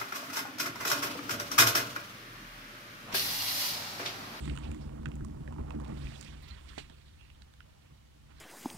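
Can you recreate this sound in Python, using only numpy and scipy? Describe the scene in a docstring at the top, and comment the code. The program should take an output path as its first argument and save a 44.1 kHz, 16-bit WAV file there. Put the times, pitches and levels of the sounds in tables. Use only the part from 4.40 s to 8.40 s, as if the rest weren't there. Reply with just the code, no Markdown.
"""Paper burns in the mouth of a long stovepipe in a yard. The draught makes the pipe rumble in its
air modes, flames flutter and the paper crackles. A person with the microphone turns away along the
pipe, so the rumble fades; clothes rustle and a shoe scuffs the ground. A distant town lies under it.
The left microphone port is muffled and hears the fire and the movement a little late."""
import sys
import numpy as np
from scipy import signal
from scipy.io import wavfile
from scipy.ndimage import uniform_filter1d

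SR = 44100
rng = np.random.default_rng(int(sys.argv[2]) if len(sys.argv) > 2 else 0)


def output_pcm(signal):
    """Save a mono or channel-first signal as 16-bit PCM at the path in sys.argv[1].

    Samples are clipped to [-1, 1] before scaling.
    """
    pcm = np.clip(np.atleast_2d(signal).T, -1, 1) * 32767
    wavfile.write(sys.argv[1], SR, np.round(pcm).astype(np.int16))


N = 176400
T = np.arange(N) / SR


def from_db(db):
    """Decibels to gain."""
    return 10 ** (np.asarray(db) / 20)


def unit_rms(x):
    """Scale to rms 1."""
    return x / np.sqrt(np.mean(x ** 2) + 1e-20)


def gain_curve(rows):
    """Gain along (seconds, dB) points."""
    return from_db(np.interp(T, *np.transpose(rows)))


def delayed(x, delay_s):
    """Fractional delay."""
    return np.interp(T - delay_s, T, x, left=0)


def drift(rate_hz):
    """Smooth random wander, rms 1."""
    step, settle = 40, 2000
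    pole = np.exp(-2 * np.pi * rate_hz * step / SR)
    white = rng.standard_normal(N // step + settle + 2)
    slow = signal.lfilter([1], [1, -2 * pole, pole * pole], white)[settle:]
    return np.interp(np.arange(N) / step, np.arange(len(slow)), unit_rms(slow))


def band(x, low_hz, high_hz):
    """Butterworth band-pass."""
    edges_hz = [low_hz, min(high_hz, .45 * SR)]
    return signal.sosfilt(signal.butter(2, edges_hz, "band", fs=SR, output="sos"), x)


def resonate(x, hz, width_hz):
    """Two-pole resonance, peak gain 1."""
    r = np.exp(-np.pi * width_hz / SR)
    feedback = [1, -2 * r * np.cos(2 * np.pi * hz / SR), r * r]
    return signal.lfilter(np.array([1, 0, -1]) * (1 - r * r) / 2, feedback, x + 1e-18)


def coloured_noise(spectrum, flicker_db, flicker_hz=12):
    """Third-octave noise bands, each flickering on its own; rms 1."""
    hz, db = np.transpose(spectrum)
    edges_hz = 18 * 2 ** (np.arange(31) / 3)
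    white, out = rng.standard_normal((2, N)), 0
    for k, (low, high) in enumerate(zip(edges_hz, edges_hz[1:])):
        wander_db = flicker_db * drift(flicker_hz)
        if high > hz[0] and low < hz[-1]:
            band_db = np.interp(np.log(np.sqrt(low * high)), np.log(hz), db)
            out = out + from_db(band_db + wander_db) * band(white[k % 2], low, high)
    return unit_rms(out)


def steadied(x, window_s=0.086, amount=0.55):
    """Even out part of the level swings; rms 1."""
    power = np.abs(uniform_filter1d(x * x, int(window_s * SR))) + 1e-20
    return unit_rms(x / power ** (amount / 2))


# Low rumble, and upper roar, which fades faster away from the mouth.
# Each row: time in seconds, relative level in dB.
DRAUGHT_LEVEL = [(0, -39.5), (.4, -47.5), (.95, -43), (1.7, -45), (1.79, -55), (1.9, -48), (2.2, -51.5),
                 (2.45, -52.5), (2.8, -57), (3.05, -57), (3.11, -65), (3.22, -54), (3.33, -66),
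                 (3.45, -59.5), (3.7, -61.5), (4, -57.5)]
ROAR_LEVEL = [(0, -50), (.5, -54.5), (.75, -51), (1.07, -56), (1.45, -50.5), (1.65, -52.5), (1.75, -59.5),
              (1.95, -61), (2.1, -68.5), (2.45, -77.5), (2.7, -74.5), (3.35, -78), (3.65, -76), (4, -70)]
# Fire surges and sinks. Each row: centre in seconds, half length in seconds, boosts in dB for
# mode 1 with the turbulence, for mode 2, for the higher modes.
FIRE_SURGES = [(0.079, 0.015, 6, 7, 9.5), (0.118, 0.02, 7, -1, 7), (0.304, 0.052, 9, -5, 7.5),
               (0.37, 0.028, -5, -7, 4), (0.464, 0.026, 7, 9, 4), (0.619, 0.041, 1.5, 1, 4.5),
               (0.678, 0.023, 4, 7.5, 5.5), (.825, 0.018, 11.5, 6, 4.5), (0.883, 0.017, -10, 0, 6.5),
               (1.006, 0.012, -16, 9, 7), (1.126, 0.021, 3, 7.5, 8.5), (1.203, 0.028, 2.5, 1, 10.5),
               (1.228, 0.019, 6.5, -2.5, 1), (1.369, .03, 3, 2, 12), (1.528, 0.022, 3, 9.5, 7.5),
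               (1.663, 0.058, 6, 2.5, -1), (2.143, 0.046, 7, -15, -1), (2.294, 0.042, 5.5, -11, 1),
               (2.418, 0.083, 0, 8, 10), (2.64, .025, 3, 0.5, -11), (3.024, 0.079, 5, -3, 2.5),
               (3.526, 0.016, 0, 17, 10), (3.951, 0.021, 8, 1, 2)]
# Each row: frequency in Hz, relative density in dB.
TURBULENCE_SPECTRUM = [(20, -4), (45, -4.5), (100, -8.5), (200, -15), (350, -21), (500, -30), (900, -47)]
# Each row: frequency in Hz, width in Hz, relative level in dB, share 0-1 that follows the roar.
AIR_MODES = [(63.66, 12.9, -2.5, 0.17), (143.2, 11.3, 1, 0.84), (220.5, 25, -1.5, 1), (298.4, 14.2, -4, 1),
             (364.7, 57, -12.5, 0.61)]


def pipe():
    """Turbulent burning drives the pipe's air modes, harder with each surge."""
    draught, roar = gain_curve(DRAUGHT_LEVEL), gain_curve(ROAR_LEVEL)
    surge_db = sum(np.outer(boosts_db, np.exp(-((T - centre_s) / half_s) ** 2))
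                   for centre_s, half_s, *boosts_db in FIRE_SURGES)
    turbulence = coloured_noise(TURBULENCE_SPECTRUM, flicker_db=-1)
    out = from_db(surge_db[0] - 8.5) * draught * turbulence
    for k, (hz, width_hz, db, share) in enumerate(AIR_MODES):
        ring = resonate(rng.standard_normal(N), hz, width_hz)
        mode = steadied(resonate(ring, hz, 3.5 * width_hz))  # second pass steepens the skirts
        envelope = draught ** (1 - share) * roar ** share
        out += from_db(db + 3.5 + surge_db[min(k, 2)]) * envelope * mode
    return out


# Each row: time in seconds, relative level in dB.
FLAME_LEVEL = [(0, -59), (.1, -64.5), (.19, -58), (.45, -63), (.75, -63), (.82, -64.5), (1.04, -62.5),
               (1.11, -59.5), (1.15, -62), (1.205, -54), (1.24, -60.5), (1.28, -56.5), (1.34, -55),
               (1.38, -61.5), (1.44, -56), (1.52, -55), (1.6, -64), (1.9, -69)]
# Each row: frequency in Hz, relative density in dB.
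FLAME_SPECTRUM = [(350, -14), (450, -1), (560, 0.5), (750, -2), (1100, -8), (1500, -15), (2500, -23),
                  (6000, -63)]


def flames(gain_db=8.5, flap_db=2, flap_hz=15):
    """Flames tear in quick irregular flaps, heard only near the mouth."""
    noise = coloured_noise(FLAME_SPECTRUM, flicker_db=2.5, flicker_hz=60)
    flaps = unit_rms(noise * from_db(flap_db * drift(flap_hz)))
    return from_db(gain_db) * gain_curve(FLAME_LEVEL + [(2.6, -78)]) * flaps


def ticks(per_s=120, gain_db=-12, spread_db=3):
    """Small random crackles, each at one of 12 pitches, follow the roar's level."""
    sizes = from_db(spread_db * np.minimum(rng.exponential(1, N), 4)) * rng.choice([-1, 1], N)
    impulses = sizes * (rng.random(N) < per_s / SR)
    pitch_index = rng.integers(0, 12, size=N)
    rings = sum(resonate(impulses * (pitch_index == k), hz, width_hz=hz / 3.4) * hz ** -.9
                for k, hz in enumerate(np.geomspace(750, 6000, 12)))
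    return from_db(gain_db) * gain_curve(ROAR_LEVEL) * unit_rms(rings)


# Each row: time in seconds, relative level in dB.
CLOTH_BODY_LEVEL = [(0, -60.5), (.1, -56.5), (.2, -65), (.235, -55.5), (.33, -66), (.42, -66.5),
                    (.5, -74.5), (1.2, -84), (1.4, -82), (1.5, -64.5), (1.6, -59), (1.7, -55.5),
                    (1.82, -57.5), (2.02, -62.5), (2.1, -58), (2.22, -64), (2.37, -58.5), (2.48, -67),
                    (2.65, -70), (2.85, -68.5), (2.97, -74), (3.85, -76.5), (3.91, -71), (4, -64.5)]
CLOTH_TREBLE_LEVEL = [(0, -68.5), (.15, -73.5), (.3, -73.5), (.45, -76), (.55, -79.5), (1.4, -80),
                      (1.6, -70.5), (1.82, -68.5), (1.95, -76), (2.2, -76), (2.37, -69.5), (2.48, -81),
                      (2.7, -84), (3.8, -110), (4, -85)]
# Each row: frequency in Hz, relative density in dB.
CLOTH_BODY_SPECTRUM = [(300, -0.5), (600, -9), (850, -5.5), (1200, -1), (1700, -1), (2300, 1), (3800, -0.5),
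                       (4600, -4.5), (6000, -22), (9000, -27)]
CLOTH_TREBLE_SPECTRUM = [(3500, -29), (5200, 2), (6400, 4), (8200, 7), (9500, -7.5), (11000, -3.5),
                         (16000, -10.5)]


def clothes(body_gain_db=6, treble_gain_db=7):
    """Fabric rubs unevenly as the person moves."""
    body = coloured_noise(CLOTH_BODY_SPECTRUM, flicker_db=3.17, flicker_hz=26)
    treble = coloured_noise(CLOTH_TREBLE_SPECTRUM, flicker_db=0.4, flicker_hz=65)
    return (from_db(body_gain_db) * gain_curve(CLOTH_BODY_LEVEL) * body
            + from_db(treble_gain_db) * gain_curve(CLOTH_TREBLE_LEVEL) * treble)


# Each row: start in seconds, level in dB, attack and decay in seconds, centre in Hz, width in octaves.
NOISE_BURSTS = [(0, -56.5, 0.0032, .14, 8070, 0.29), (.40, -57.5, 0.023, 0.016, 4800, 0.37),
                (1.56, -60, 0.32, 0.056, 5200, .6), (1.811, -38.5, 0.00064, 0.0011, 6760, 0.24),
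                (2.022, -62, 0.0022, .012, 12500, 0.77), (2.080, -61, .002, .006, 14000, .3),
                (2.075, -50.5, 0.013, 0.018, 3470, 0.92), (2.100, -48, 0.012, 0.0093, 4140, 0.09),
                (2.169, -55, 0.015, 0.014, 1100, 0.37), (2.274, -49, 0.02, 0.01, 2980, 1.24),
                (2.379, -35, 0.00041, 0.0082, 518, 0.97), (2.377, -42, .002, 0.01, 240, 0.86),
                (2.379, -42.5, 0.00073, 0.012, 1720, 0.68), (2.381, -37.5, 0.00086, 0.017, 2920, 1),
                (2.378, -51, 0.0039, 0.023, 7300, 0.56), (2.496, -50.5, 0.0022, 0.019, 348, 1.65),
                (2.78, -59.5, 0.024, 0.074, 2680, 0.2), (3.881, -59, 0.019, 0.045, 785, 1.6)]


def noise_bursts():
    """Shoe scuffs, clothing swishes and a few high ticks of burning paper: short bursts of band noise."""
    out = np.zeros(N)
    for start_s, db, attack_s, decay_s, hz, octaves in NOISE_BURSTS:
        rise = np.clip((T - start_s) / attack_s, 0, 1)
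        fall = np.exp(-np.maximum(T - start_s - attack_s, 0) / decay_s)
        edge_ratio = 2 ** (octaves / 2)
        noise = band(rng.standard_normal(N), hz / edge_ratio, hz * edge_ratio)
        out += from_db(db) * rise * fall * unit_rms(noise)
    return out


# Each row: frequency in Hz, width in Hz, level in dB.
DISTANT_TONES = [(502, 4.2, -80), (2940, 58, -79)]


def far_tones():
    """Faint narrow tones waver far off."""
    return sum(from_db(db) * unit_rms(resonate(rng.standard_normal(N), hz, width_hz))
               for hz, width_hz, db in DISTANT_TONES)


# Each row: frequency in Hz, relative density in dB.
YARD_SPECTRUM = [(100, 26.5), (300, 0), (500, -4.5), (1000, 2.5), (2000, -0.5), (3300, -1), (5500, -3.5),
                 (9000, -7.5), (15000, -13.5)]


def yard(level_db=-63.5):
    """Distant town and microphone hiss, independent in each channel."""
    sides = [coloured_noise(YARD_SPECTRUM, flicker_db=0.7) for _ in range(2)]
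    return from_db(level_db) * np.array(sides)


# Each row: start in seconds, base level in dB, low ring in Hz, its offset in dB, middle ring in Hz,
# its offset in dB, treble offset in dB.
PAPER_SNAPS = [(0.055, -39.5, 1290, -12, 2320, -13.5, -12.5), (0.0767, -39, 970, -11, 2310, -10.5, -22),
               (0.0966, -37.5, 1610, -20, 2480, -8.5, -20), (0.1535, -41.5, 1270, -11, 2600, -19, -17),
               (0.163, -39.5, 1210, -16, 2610, -15, -15), (0.174, -34.5, 1290, -11.5, 2720, -11.5, -20),
               (0.1859, -32, 1160, -18.5, 2730, -29, -19.5), (0.3143, -37.5, 1260, -20, 2300, -15.5, -14.5),
               (0.345, -43.5, 1070, -10, 2280, -15, -14.5), (0.4923, -52, 960, -2, 2230, -10, -24),
               (0.6567, -30.5, 1350, -6.5, 2390, -14, -22.5), (0.6858, -51, 1460, -11, 2340, -18, -8.5),
               (0.7162, -48, 1320, -13, 2410, -7, -19), (0.7543, -46.5, 1020, -30, 2540, -23, -9),
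               (0.8073, -58.5, 1400, 6.5, 2350, -29, -14), (0.847, -43.5, 1110, -5.5, 2520, -24, -8),
               (1.0759, -43.5, 1770, -4, 2150, -20, -23), (1.1233, -41.5, 1000, -4.5, 2540, -21, -21.5),
               (1.1614, -50.5, 960, 0.5, 2880, -36.5, -28.5), (1.1822, -47.5, 890, 2.5, 3710, -42, -33),
               (1.202, -54, 1140, -8, 2340, -31, -21), (1.3055, -37.5, 1056, -5, 2200, -11.5, -21.5),
               (1.3989, -43.5, 1120, -4, 3240, -22, -17), (1.4793, -41, 1070, -19, 3400, -28, -21),
               (1.669, -41, 1060, -31, 2530, -8, -36), (1.8099, -40, 1630, -39, 4850, -12, -9.5),
               (1.8263, -37.5, 1640, -31, 2900, -17.5, -16), (1.846, -47.5, 1600, -28, 4600, -8.5, -9),
               (2.4976, -47, 1720, -12, 3500, -12, -18), (2.8105, -47, 1270, -17, 2700, -14.5, -25),
               (2.9006, -48, 990, -18, 2470, -11.5, -26), (3.0195, -48, 1570, -12, 3800, -9.5, -19),
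               (3.1368, -51.5, 1600, -12.5, 3720, -13.5, -15), (3.204, -44, 1390, -7, 2920, -13, -29)]


def crackles(treble_hz=7660, ring_q=3.4, crumble_s=0.0018, lag_s=0.000954):
    """Burning paper snaps; each snap and its trail of tiny fractures rings three resonances."""
    out, t = np.zeros(N + SR), T[:SR // 20]
    for start_s, base_db, low_hz, low_db, middle_hz, middle_db, treble_db in PAPER_SNAPS:
        snap = 0.18 * rng.standard_normal(len(t)) * np.exp(-t / crumble_s)
        snap[0] += 1
        start = int((start_s + lag_s) * SR)
        span = slice(start, start + len(t))
        for hz, db in (low_hz, low_db - 7), (middle_hz, middle_db - 4.5), (treble_hz, treble_db - 8.5):
            ring = resonate(resonate(snap, hz, hz / ring_q), hz, 0.48 * hz)
            out[span] += from_db(base_db + db) * unit_rms(ring)
        bright_tip = unit_rms(band(snap, 8900, 16500))
        out[span] += from_db(base_db + treble_db - 20.5) * bright_tip
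    return out[:N]


# Each row: delay in seconds, gain in dB.
REFLECTIONS = [(.0021, -20), (.0047, -16), (0.011, -15), (.022, -20.5), (0.032, -46)]


def with_echoes(x):
    """Ground and walls reflect the sound."""
    return x + sum(from_db(db) * delayed(x, delay_s) for delay_s, db in REFLECTIONS)


def ports(x, lag_s=0.00051, muffle_hz=315, leak=0.023, diffuse_db=-23):
    """The right port is open; the left is late and muffled, with a little scattered treble."""
    dull = signal.sosfilt(signal.butter(1, muffle_hz, fs=SR, output="sos"), x)
    scatter = rng.standard_normal(SR // 200)
    smeared = signal.fftconvolve(x, scatter / np.linalg.norm(scatter))[:N]
    left = (1 - leak) * dull + leak * x + from_db(diffuse_db) * band(smeared, 1140, 14000)
    return np.array([delayed(left, lag_s), x])


def scene():
    """Fire and movement at the two ports, over the quiet yard."""
    transients = with_echoes(crackles() + ticks() + noise_bursts())
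    background = yard()
    return ports(pipe() + flames() + clothes() + far_tones() + transients) + background


def record(dry):
    """Steep low-pass at 15.9 kHz."""
    return signal.sosfilt(signal.ellip(10, .1, 70, 15900, fs=SR, output="sos"), dry)


dry = scene()
out = record(dry)
output_pcm(out)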